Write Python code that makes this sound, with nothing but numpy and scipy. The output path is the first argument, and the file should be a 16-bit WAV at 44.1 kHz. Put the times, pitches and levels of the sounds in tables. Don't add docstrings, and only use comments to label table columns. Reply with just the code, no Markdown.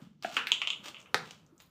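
import sys
import numpy as np
from scipy import signal
from scipy.fft import rfft, irfft, next_fast_len
from scipy.io import wavfile
from scipy.ndimage import uniform_filter1d

SR = 44100
rng = np.random.default_rng(int(sys.argv[2]) if len(sys.argv) > 2 else 0)


def pcm_store(signal):
    levels = np.round(np.clip(np.atleast_2d(signal), -1, 1) * 32767)
    wavfile.write(sys.argv[1], SR, levels.astype(np.int16).T)


N = 74970
T = np.arange(N) / SR


def amp(db):
    return 10 ** (np.asarray(db) / 20)


def unit_rms(x):
    return x / np.sqrt(np.mean(x ** 2) + 1e-20)


def curve_at(points, hz):
    freqs, values = np.transpose(points)
    return np.interp(np.log(hz + 1), np.log(freqs + 1), values)


def coloured(x, eq):
    size = 2 * next_fast_len(len(x))
    gain = amp(curve_at(eq, np.fft.rfftfreq(size, 1 / SR)))
    cepstrum = irfft(np.log(gain), size)
    cepstrum[1:size // 2] *= 2
    cepstrum[size // 2 + 1:] = 0
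    return irfft(rfft(x, size) * np.exp(rfft(cepstrum)), size)[:len(x)]


def evened(x, width_hz=350):
    size = next_fast_len(len(x))
    power = np.abs(uniform_filter1d(np.abs(rfft(x, size)) ** 2, round(width_hz * size / SR)))
    gain_db = -10 * np.log10(power / power.mean())
    return coloured(x, np.transpose([np.fft.rfftfreq(size, 1 / SR), gain_db]))


def at(start, x):
    return np.pad(x, (max(round(start * SR), 0), 0))[:N]


def ping(hz, rise_s):
    t = T[T < 10 * rise_s]
    envelope = (t / rise_s * np.exp(1 - t / rise_s)) ** 4
    return np.pad(envelope * np.sin(2 * np.pi * hz * (t - rise_s)), (0, N - len(t)))


# frequency in Hz, seconds to fall by 60 dB.
ROOM_DECAY = [(150, 0.39), (400, 0.32), (1000, 0.33), (3000, 0.28), (7000, 0.27), (15000, 0.18)]
# pitch in Hz, level in dB.
ROOM_MODES = [(149, -57.5), (176, -64), (216, -65)]


def in_room(x, send_db):
    first_wall_s, early_decay_s, boom_t60_s = 0.0016, 0.0053, 0.86
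    hz, frame_s, spectra = signal.stft(rng.standard_normal(SR * 3 // 4), SR, nperseg=256)
    decay = amp(-60 * frame_s / curve_at(ROOM_DECAY, hz)[:, None])
    tail = signal.istft(spectra * decay, SR, nperseg=256)[1]
    t = T[:len(tail)]
    early_lift = 1 + amp(-1) * np.exp(-t / early_decay_s)
    tail = tail * early_lift * (t > first_wall_s)
    modes = sum(amp(db) * np.sin(2 * np.pi * pitch * t) for pitch, db in ROOM_MODES)
    boom = modes * amp(-60 * t / boom_t60_s)
    direct = t == 0
    response = evened(direct + amp(send_db) * tail / np.linalg.norm(tail)) + amp(send_db) * boom
    return signal.fftconvolve(x, response)[:N]


# frequency in Hz, gain in dB.
RUMBLE_EQ = [(25, 11), (60, 12.5), (110, 9), (170, 11.5), (300, 2), (600, -17.5), (1300, -22.5),
             (2500, -30), (6000, -28), (10000, -49), (15000, -41)]
# frequency in Hz, gain in dB.
RUSH_EQ = [(150, -18.5), (330, 2), (500, 2.5), (800, -4), (1300, -0.5), (2000, -15), (6000, -26)]
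# time in seconds, level in dB.
RUSH_FADER = [(0, -60.5), (.19, -90), (.4, -60.5), (.95, -64), (1.45, -72.5), (1.7, -73)]


def room_tone():
    fader = amp(np.interp(T, *np.transpose(RUSH_FADER)))
    rush = fader * unit_rms(coloured(rng.standard_normal(N), RUSH_EQ))
    rumble = amp(-63) * unit_rms(coloured(rng.standard_normal(N), RUMBLE_EQ))
    return rumble + rush


# start in seconds, level in dB, pitch in Hz.
FOOT_BUMPS = [(0.018, -39.5, 200), (.066, -46.5, 197), (0.244, -45, 213), (0.327, -44, 220),
              (0.367, -44, 246), (0.792, -47, 212), (1.145, -43.5, 169), (1.21, -42, 169),
              (1.397, -53, 159), (1.521, -56, 325)]


def rocking():
    return sum(amp(db) * at(start, in_room(ping(hz, rise_s=0.00668), send_db=-1))
               for start, db, hz in FOOT_BUMPS)


def friction(strokes, eq, grains_per_s, smear_db):
    swells = [amp(db) * np.exp(-np.maximum((peak - T) / rise, (T - peak) / fall))
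              for peak, db, rise, fall in strokes]
    force = np.sqrt(sum(swell ** 2 for swell in swells))
    sizes_db = 5.5 * np.clip(rng.standard_normal(N), -2, 2)
    clicks = amp(sizes_db) * rng.choice([-1, 1], N)
    grains = unit_rms(clicks * (rng.random(N) < grains_per_s / SR))
    smear = amp(smear_db) * rng.standard_normal(N)
    return in_room(force * unit_rms(coloured(grains + smear, eq)), send_db=-4)


# peak time in seconds, level in dB, rise and fall in seconds.
RUB_STROKES = [(.015, -63.5, 0.0075, 0.048), (.226, -46, 0.00099, 0.065), (.26, -72, .009, 0.21),
               (.35, -45, 0.033, 0.015), (.475, -56, 0.01, 0.14), (.86, -43.5, 0.016, 0.022),
               (.882, -41.5, 0.0041, 0.01), (1.0, -63, 0.023, 0.0312), (1.27, -56, 0.061, 0.062),
               (1.313, -54, 0.02, 0.016), (1.605, -58.5, 0.0046, 0.016)]
# frequency in Hz, gain in dB.
RUB_EQ = [(100, -14), (300, -2.5), (700, -3), (1300, 2), (1900, -4.5), (3000, 4), (4300, -4), (6200, -7),
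          (7800, -10), (10000, -22.5), (12500, -23.5), (15000, -18.5)]


def rubbing():
    return friction(RUB_STROKES, RUB_EQ, grains_per_s=1000, smear_db=-7)


# peak time in seconds, level in dB, rise and fall in seconds.
SQUISHES = [(.471, -49.5, .001, 0.029), (.882, -70, 0.0091, .012), (1.613, -65, 0.023, 0.042)]
# frequency in Hz, gain in dB.
JUICE_EQ = [(500, -25.5), (2500, -7), (4000, 4), (5500, -11), (10000, -4), (15000, 3.5)]


def squishing():
    return friction(SQUISHES, JUICE_EQ, grains_per_s=300, smear_db=-8.5)


# start in seconds, level in dB, bubble pitch in Hz.
WET_TICKS = [(0.2252, -35, 4800), (0.3665, -30.5, 7000), (0.4709, -23, 3800), (0.777, -60, 10100),
             (0.986, -54, 7680), (1.0027, -45, 6850), (1.0152, -45, 6180), (1.0272, -51.5, 7460),
             (1.4646, -53.5, 6360), (1.5797, -48, 6860)]


def wet_ticks():
    rise_cycles = 2.2
    snap = amp(-3) * coloured(1.0 * (T == 0), JUICE_EQ)
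    ticks = sum(amp(db) * at(start, snap + ping(hz, rise_cycles / hz)) for start, db, hz in WET_TICKS)
    return in_room(ticks, send_db=-4.5)


# pitch in Hz, relative level in dB, rise in seconds.
PLOP_MODES = [(700, -5, 0.0041), (480, -10, 0.0013), (1533, -8.5, .0018), (2540, -8, 0.00065)]


def plop():
    start = 0.2465
    pop = sum(amp(db) * ping(hz, rise) for hz, db, rise in PLOP_MODES)
    return in_room(amp(-18.5) * at(start, pop), send_db=-5.5)


# start in seconds, level in dB, clack and bowl pitches in Hz,
# then bowl, rim, overtone and grit trims in dB, and room send in dB.
KNOCKS = [(0.3674, -13, 2810, 1400, -5, -21, -27.5, -32.5, 1.5),
          (0.4699, -21, 2480, 1545, -8.5, -27, -38, -26, 1),
          (0.5184, -5, 3140, 1294, -28.5, -40, -12, -31, -3.5),
          (0.6172, -15, 2850, 1210, -16.5, -14, -42, -29.5, -0.5),
          (.6732, -14, 3030, 1160, -19.5, -50, -17.5, -29.5, -1.5),
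          (0.7031, -14, 3150, 1166, -24, -43, -13.5, -32, -2),
          (0.7329, -23.5, 3020, 1260, -24.5, -25, -37, -35, -6),
          (0.945, -33, 2860, 1280, -15, -30, -18, -36.5, 1.5),
          (0.967, -34.5, 2920, 1300, -20.5, -17, -39.5, -35, 0),
          (1.059, -44, 2670, 1250, -6, -22.5, -33.5, -35.5, 2),
          (1.309, -39.5, 2690, 1320, -9, -21, -4.5, -8, -4),
          (1.6022, -50.5, 2780, 1785, -6, -8.5, 5.5, -10.5, -0.5)]
# frequency in Hz, gain in dB.
GRIT_EQ = [(100, -4.5), (400, 12.5), (1000, 17), (2000, -9), (4500, 24), (9000, 0.5), (15000, -14)]
# frequency in Hz, gain in dB.
BOWL_EQ = [(1330, -0.5), (3500, -.5), (4700, -7.5), (6800, -1.5), (10000, -1)]


def knocks():
    out = np.zeros(N)
    grit_decay_s = 0.0022
    body = amp(-39) * ping(hz=450, rise_s=0.00021)
    rim = ping(hz=2060, rise_s=0.0011)
    overtone = ping(hz=6670, rise_s=0.00046)
    for start, db, clack_hz, bowl_hz, bowl_db, rim_db, overtone_db, grit_db, send_db in KNOCKS:
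        clack = ping(clack_hz, rise_s=0.00072) + amp(overtone_db) * overtone
        bowl = amp(bowl_db) * ping(bowl_hz, rise_s=0.0012) + amp(rim_db) * rim
        grit = amp(grit_db) * coloured(rng.standard_normal(N) * np.exp(-T / grit_decay_s), GRIT_EQ)
        out += amp(db) * at(start, in_room(clack + body + bowl + grit, send_db))
    return coloured(out, BOWL_EQ)


# start in seconds, level in dB, room send in dB.
BLOWS = [(0.3672, -13, 6), (1.1447, 4.5, -6.5)]
# frequency in Hz, gain in dB.
THUD_EQ = [(90, -12), (300, -10.5), (600, -2.5), (1150, 2.5), (1850, 3), (2900, -9.5), (3900, -3),
           (6200, -15), (10000, -25), (15000, -31.5)]


def blows():
    out = np.zeros(N)
    crush_decay_s = 0.002
    impact = T == 0
    low_note = amp(-30) * ping(hz=434, rise_s=0.0036)
    for start, db, send_db in BLOWS:
        crush = amp(-16) * rng.standard_normal(N) * np.exp(-T / crush_decay_s)
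        thud = coloured(evened(impact + crush), THUD_EQ)
        out += amp(db) * at(start, in_room(thud / np.linalg.norm(thud) + low_note, send_db))
    return out


def scene():
    sliding = rubbing() + squishing()
    return (sliding + knocks() + blows() + plop() + wet_ticks() + rocking() + room_tone())[None]


def record(dry):
    low_cut_hz, high_cut_hz, edge_hz = 123, 15500, 300
    thinned = signal.sosfilt(signal.butter(2, low_cut_hz, "high", fs=SR, output="sos"), dry)
    size = 2 * next_fast_len(N)
    high_cut = np.clip((high_cut_hz - np.fft.rfftfreq(size, 1 / SR)) / edge_hz + 0.5, 0, 1)
    return irfft(rfft(thinned, size) * high_cut, size)[..., :N]


dry = scene()
out = record(dry)
pcm_store(out)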